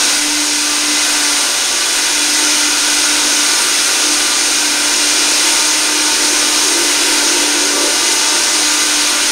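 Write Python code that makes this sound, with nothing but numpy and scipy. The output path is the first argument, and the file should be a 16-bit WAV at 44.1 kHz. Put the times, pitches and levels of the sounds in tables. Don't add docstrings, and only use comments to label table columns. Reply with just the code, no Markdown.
import sys
import numpy as np
from scipy import signal
from scipy.fft import rfft, irfft, next_fast_len
from scipy.io import wavfile
from scipy.ndimage import uniform_filter1d

SR = 44100
rng = np.random.default_rng(int(sys.argv[2]) if len(sys.argv) > 2 else 0)


def generate_wav(sig):
    pcm = np.round(np.clip(np.atleast_2d(sig).T, -1, 1) * 32767).astype(np.int16)
    wavfile.write(sys.argv[1], SR, pcm)


N = 410571

# t/s, f/Hz (turns per second)
SHAFT_SPEED = [(0.0, 291.0), (0.2, 295.5), (0.38, 299.0), (0.52, 297.2), (0.92, 298.0), (1.2, 295.7),
               (1.55, 290.5), (1.78, 290.8), (2.0, 295.3), (2.25, 296.5), (2.42, 300.0), (2.87, 295.2),
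               (3.05, 296.5), (3.66, 296.0), (3.88, 298.4), (4.6, 297.7), (4.78, 296.5), (5.3, 296.8),
               (5.52, 304.0), (6.0, 302.9), (6.32, 299.7), (6.6, 299.4), (7.02, 295.2), (7.36, 295.2),
               (7.52, 296.8), (7.78, 291.8), (8.02, 298.2), (8.62, 300.6), (9.02, 298.1), (9.31, 293.8)]
SHAFT_MULTIPLES = (1, 2, 3, 4, 44)
# t/s, level/dB
SHAFT_HUM = [(0.0, -35), (0.2, -26), (0.55, -28), (1.25, -29), (1.48, -37), (1.75, -44), (2.0, -32),
             (2.48, -28.5), (2.8, -32), (3.25, -28.5), (3.75, -37), (4.05, -31), (4.5, -32), (5.1, -27),
             (5.5, -32), (6.25, -27.5), (6.7, -30), (7.0, -28), (7.78, -26.5), (8.0, -34.5), (8.55, -33.5),
             (8.72, -27.5), (9.0, -31.5), (9.31, -33.5)]
UPPER_TONE_DB = {2: -42, 3: -48, 4: -42, 44: -57}
# multiple, start t/s, duration/s, level/dB
TONE_SWELLS = [(2, 1.4, .5, -38), (2, 2.42, .2, -38), (2, 4.85, .3, -38), (2, 6.18, .3, -36),
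               (2, 7.15, .2, -34), (2, 7.65, .3, -31), (2, 8.3, .3, -36.5), (2, 9.12, .3, -34),
               (3, 2.35, .3, -34), (3, 5.42, .75, -31), (3, 6.2, .5, -35), (3, 6.9, .55, -36),
               (3, 8.05, .35, -34), (4, .62, 1.25, -35.5), (4, 2.65, .25, -35), (4, 3.38, .25, -32),
               (4, 3.6, .95, -35.5), (4, 5.42, .2, -35), (4, 5.7, .25, -34), (4, 6.0, .2, -36),
               (4, 6.4, .4, -35), (4, 7.7, .7, -33), (4, 8.5, .7, -32), (44, -.1, .25, -49),
               (44, 1.05, .65, -46.5), (44, 1.78, .7, -49), (44, 2.8, .95, -49), (44, 4.55, .9, -51),
               (44, 5.6, .5, -50), (44, 6.35, .3, -48), (44, 6.8, 1.15, -47), (44, 8.95, .5, -47)]
# t/s, level/dB
ROAR_LEVEL = [(0.0, -13.5), (0.1, -12.5), (0.26, -15), (0.62, -15), (0.8, -14), (1.38, -13), (1.5, -14.5),
              (1.72, -15.5), (2.05, -13.5), (2.33, -13), (2.93, -13.5), (3.11, -13), (4.69, -13.5),
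              (5.47, -12.5), (6.01, -14), (7.11, -12.5), (7.81, -14), (8.04, -13.5), (9.31, -13)]
# f/Hz, relative level/dB per Hz
FAN_SPECTRUM = [(1500, -8), (2200, -5), (3200, -4.5), (5000, -2), (6700, 0), (7350, -8), (8000, -9),
                (8600, -2), (10100, -9.5), (10700, -15), (12500, -20.5), (14000, -24), (15700, -24.5)]
# f/Hz, relative level/dB per Hz
CHURN_SPECTRUM = [(120, -16.5), (200, -16.5), (240, -4), (320, -1.5), (450, -4), (650, -1), (1100, -0.5),
                  (1500, -0.5), (1850, -12.5), (2600, -7.5), (4000, -39)]
# f/Hz, width/Hz, level over the roar/dB
BODY_MODES = [(381, 33, 7.5), (915, 156, 5), (1040, 33, 5), (1690, 45, 7), (2032, 55, 6.5), (2397, 54, 6.5),
              (2512, 70, 3.5), (2623, 32, 5), (2717, 97, 1), (2843, 68, 4.5), (2950, 44, 5),
              (3424, 39, 5.5), (3780, 140, 3), (4045, 220, 2.5), (4850, 240, 1.5), (5230, 240, 2),
              (6240, 53, 2.5), (6550, 60, -1.5), (7740, 101, 2.5), (8500, 49, 1.5), (8670, 150, 2.5)]
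# delay t/s, level/dB
KITCHEN_ECHOES = [(.0041, -14), (.0093, -21), (0.0161, -16.5), (0.0287, -18), (.041, -16.5)]
# t/s, level/dB
BOOM_LEVEL = [(0.0, -41), (1.2, -41), (2.0, -36), (4.7, -36.5), (5.35, -30.5), (6.3, -30), (6.75, -29),
              (7.05, -26), (7.4, -26), (7.66, -28), (7.75, -22), (7.86, -21.5), (7.95, -28.5), (8.3, -30),
              (8.6, -35), (9.31, -35)]
# f/Hz, width/Hz, relative level/dB
JAR_AIR_MODES = [(342, 30, 0), (390, 50, -7), (500, 160, -11), (930, 120, -15)]
# t/s, ring level/dB, churn level relative to the roar/dB
WALL_AND_CHURN = [(0.0, -26.5, -12), (0.4, -31.5, -12.5), (1.3, -27, -13), (1.7, -29.5, -12),
                  (2.4, -26, -13.5), (3.3, -25.5, -12), (4.3, -26.5, -12.5), (5.3, -27.5, -12.5),
                  (6.4, -28, -11.5), (7.0, -26.5, -12.5), (8.5, -28.5, -11.5), (9.31, -27, -12.5)]
# f/Hz, width/Hz, relative level/dB
JAR_WALL_MODES = [(1405, 24, 1.5), (1467, 18, 2.5), (1545, 16, 3), (1463, 284, -3.5)]
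# f/Hz, relative level/dB per Hz
RUMBLE_SPECTRUM = [(10, 2), (16, 3), (25, -4), (38, -3), (60, -9), (110, -13.5), (200, -16), (400, -31)]

SWELL_EDGE_S = .08
BOOM_FLUTTER_DB, BOOM_FLUTTER_HZ = 2.0, 14
RUMBLE_DB = -46.5
TOP_HZ = 15760


def undb(db):
    return 10 ** (np.asarray(db) / 20)


def columns(table):
    times, *curves = np.transpose(table)
    t = np.arange(N) / SR
    return [np.interp(t, times, curve) for curve in curves]


def walk(rate_hz):
    hold = int(SR / rate_hz)
    steps = np.repeat(rng.standard_normal(N // hold + 1), hold)
    smooth = uniform_filter1d(uniform_filter1d(steps, hold), hold)
    return 1.265 * smooth[:N]


def bins():
    size = next_fast_len(N)
    return np.arange(1, size // 2 + 2) * SR / size


def shape(spectrum):
    hz, db = np.transpose(spectrum)
    return undb(np.interp(np.log(bins()), np.log(hz), db, left=-90, right=-90))


def resonance(hz, width_hz):
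    detuning = 2 * (bins() - hz) / width_hz
    return 1 / (1 + detuning ** 2)


def noise(gain):
    size = next_fast_len(N)
    spectrum = rfft(rng.standard_normal(size))
    return irfft(spectrum * gain, size)[:N]


def unit(x):
    return x / np.sqrt(np.mean(x ** 2))


def ringing(modes):
    power = sum((undb(db) * resonance(hz, width_hz)) ** 2 for hz, width_hz, db in modes)
    return unit(noise(np.sqrt(power)))


def swell_ramp(start_s, length_s):
    t = np.arange(N) / SR
    inside_s = np.minimum(t - start_s, start_s + length_s - t)
    return np.clip(inside_s / SWELL_EDGE_S + .5, 0, 1)


def tone_levels():
    levels = columns(SHAFT_HUM)
    for multiple, quiet in UPPER_TONE_DB.items():
        rises = [(db - quiet) * swell_ramp(start_s, length_s)
                 for m, start_s, length_s, db in TONE_SWELLS if round(m) == multiple]
        levels.append(quiet + np.max(rises, axis=0))
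    return levels


def motor():
    hz, = columns(SHAFT_SPEED)
    shaken_hz = hz * (1 + .0013 * walk(22))
    phase = 2 * np.pi * np.cumsum(shaken_hz) / SR
    out = 0
    for multiple, db in zip(SHAFT_MULTIPLES, tone_levels()):
        amplitude = np.sqrt(2) * undb(db + 1.98 * walk(16))
        out = out + amplitude * np.sin(multiple * phase + 2 * np.pi * rng.random())
    return out


def roar(spectrum, lo_hz, hi_hz, flicker_db=.6, swell_db=.6):
    colour, octave, out = shape(spectrum), np.log2(bins()), 0
    for centre in np.arange(6.5, 14.6):
        band = np.cos(np.pi / 2 * np.clip(octave - centre, -1, 1))
        out = out + undb(flicker_db * walk(9)) * noise(colour * band)
    for hz, width_hz, db in BODY_MODES:
        if lo_hz <= hz < hi_hz:
            lift = np.sqrt(max(undb(2 * db) - 1, 0))
            mode = noise(colour * resonance(hz, width_hz))
            out = out + lift * undb(swell_db * walk(1.42)) * mode
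    return unit(out)


def kitchen(x):
    now = np.arange(N)
    out = x
    for delay_s, db in KITCHEN_ECHOES:
        moving_delay_s = delay_s + .0001 * walk(.794)
        out = out + undb(db) * np.interp(now - SR * moving_delay_s, now, x, period=N)
    return out


def cooling_fan(level_db):
    return undb(level_db) * unit(kitchen(roar(FAN_SPECTRUM, 1900, 16000)))


def churned_liquid(level_db):
    return undb(level_db) * unit(kitchen(roar(CHURN_SPECTRUM, 100, 1900)))


def jar_air():
    level_db, = columns(BOOM_LEVEL)
    flutter_db = BOOM_FLUTTER_DB * walk(BOOM_FLUTTER_HZ)
    return undb(level_db + flutter_db) * ringing(JAR_AIR_MODES)


def jar_wall(level_db):
    return undb(level_db) * ringing(JAR_WALL_MODES)


def counter_rumble():
    return undb(RUMBLE_DB) * unit(noise(shape(RUMBLE_SPECTRUM)))


def scene():
    roar_db, = columns(ROAR_LEVEL)
    wall_db, churn_db = columns(WALL_AND_CHURN)
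    machine = motor() + cooling_fan(roar_db) + churned_liquid(roar_db + churn_db)
    jar = jar_air() + jar_wall(wall_db)
    return np.tile(machine + jar + counter_rumble(), (2, 1))


def record(dry):
    soft = dry / (1 + dry ** 8) ** (1 / 8)
    low_pass = signal.ellip(10, .2, 80, TOP_HZ, fs=SR, output="sos")
    return signal.sosfilt(low_pass, soft)


dry = scene()
out = record(dry)
generate_wav(out)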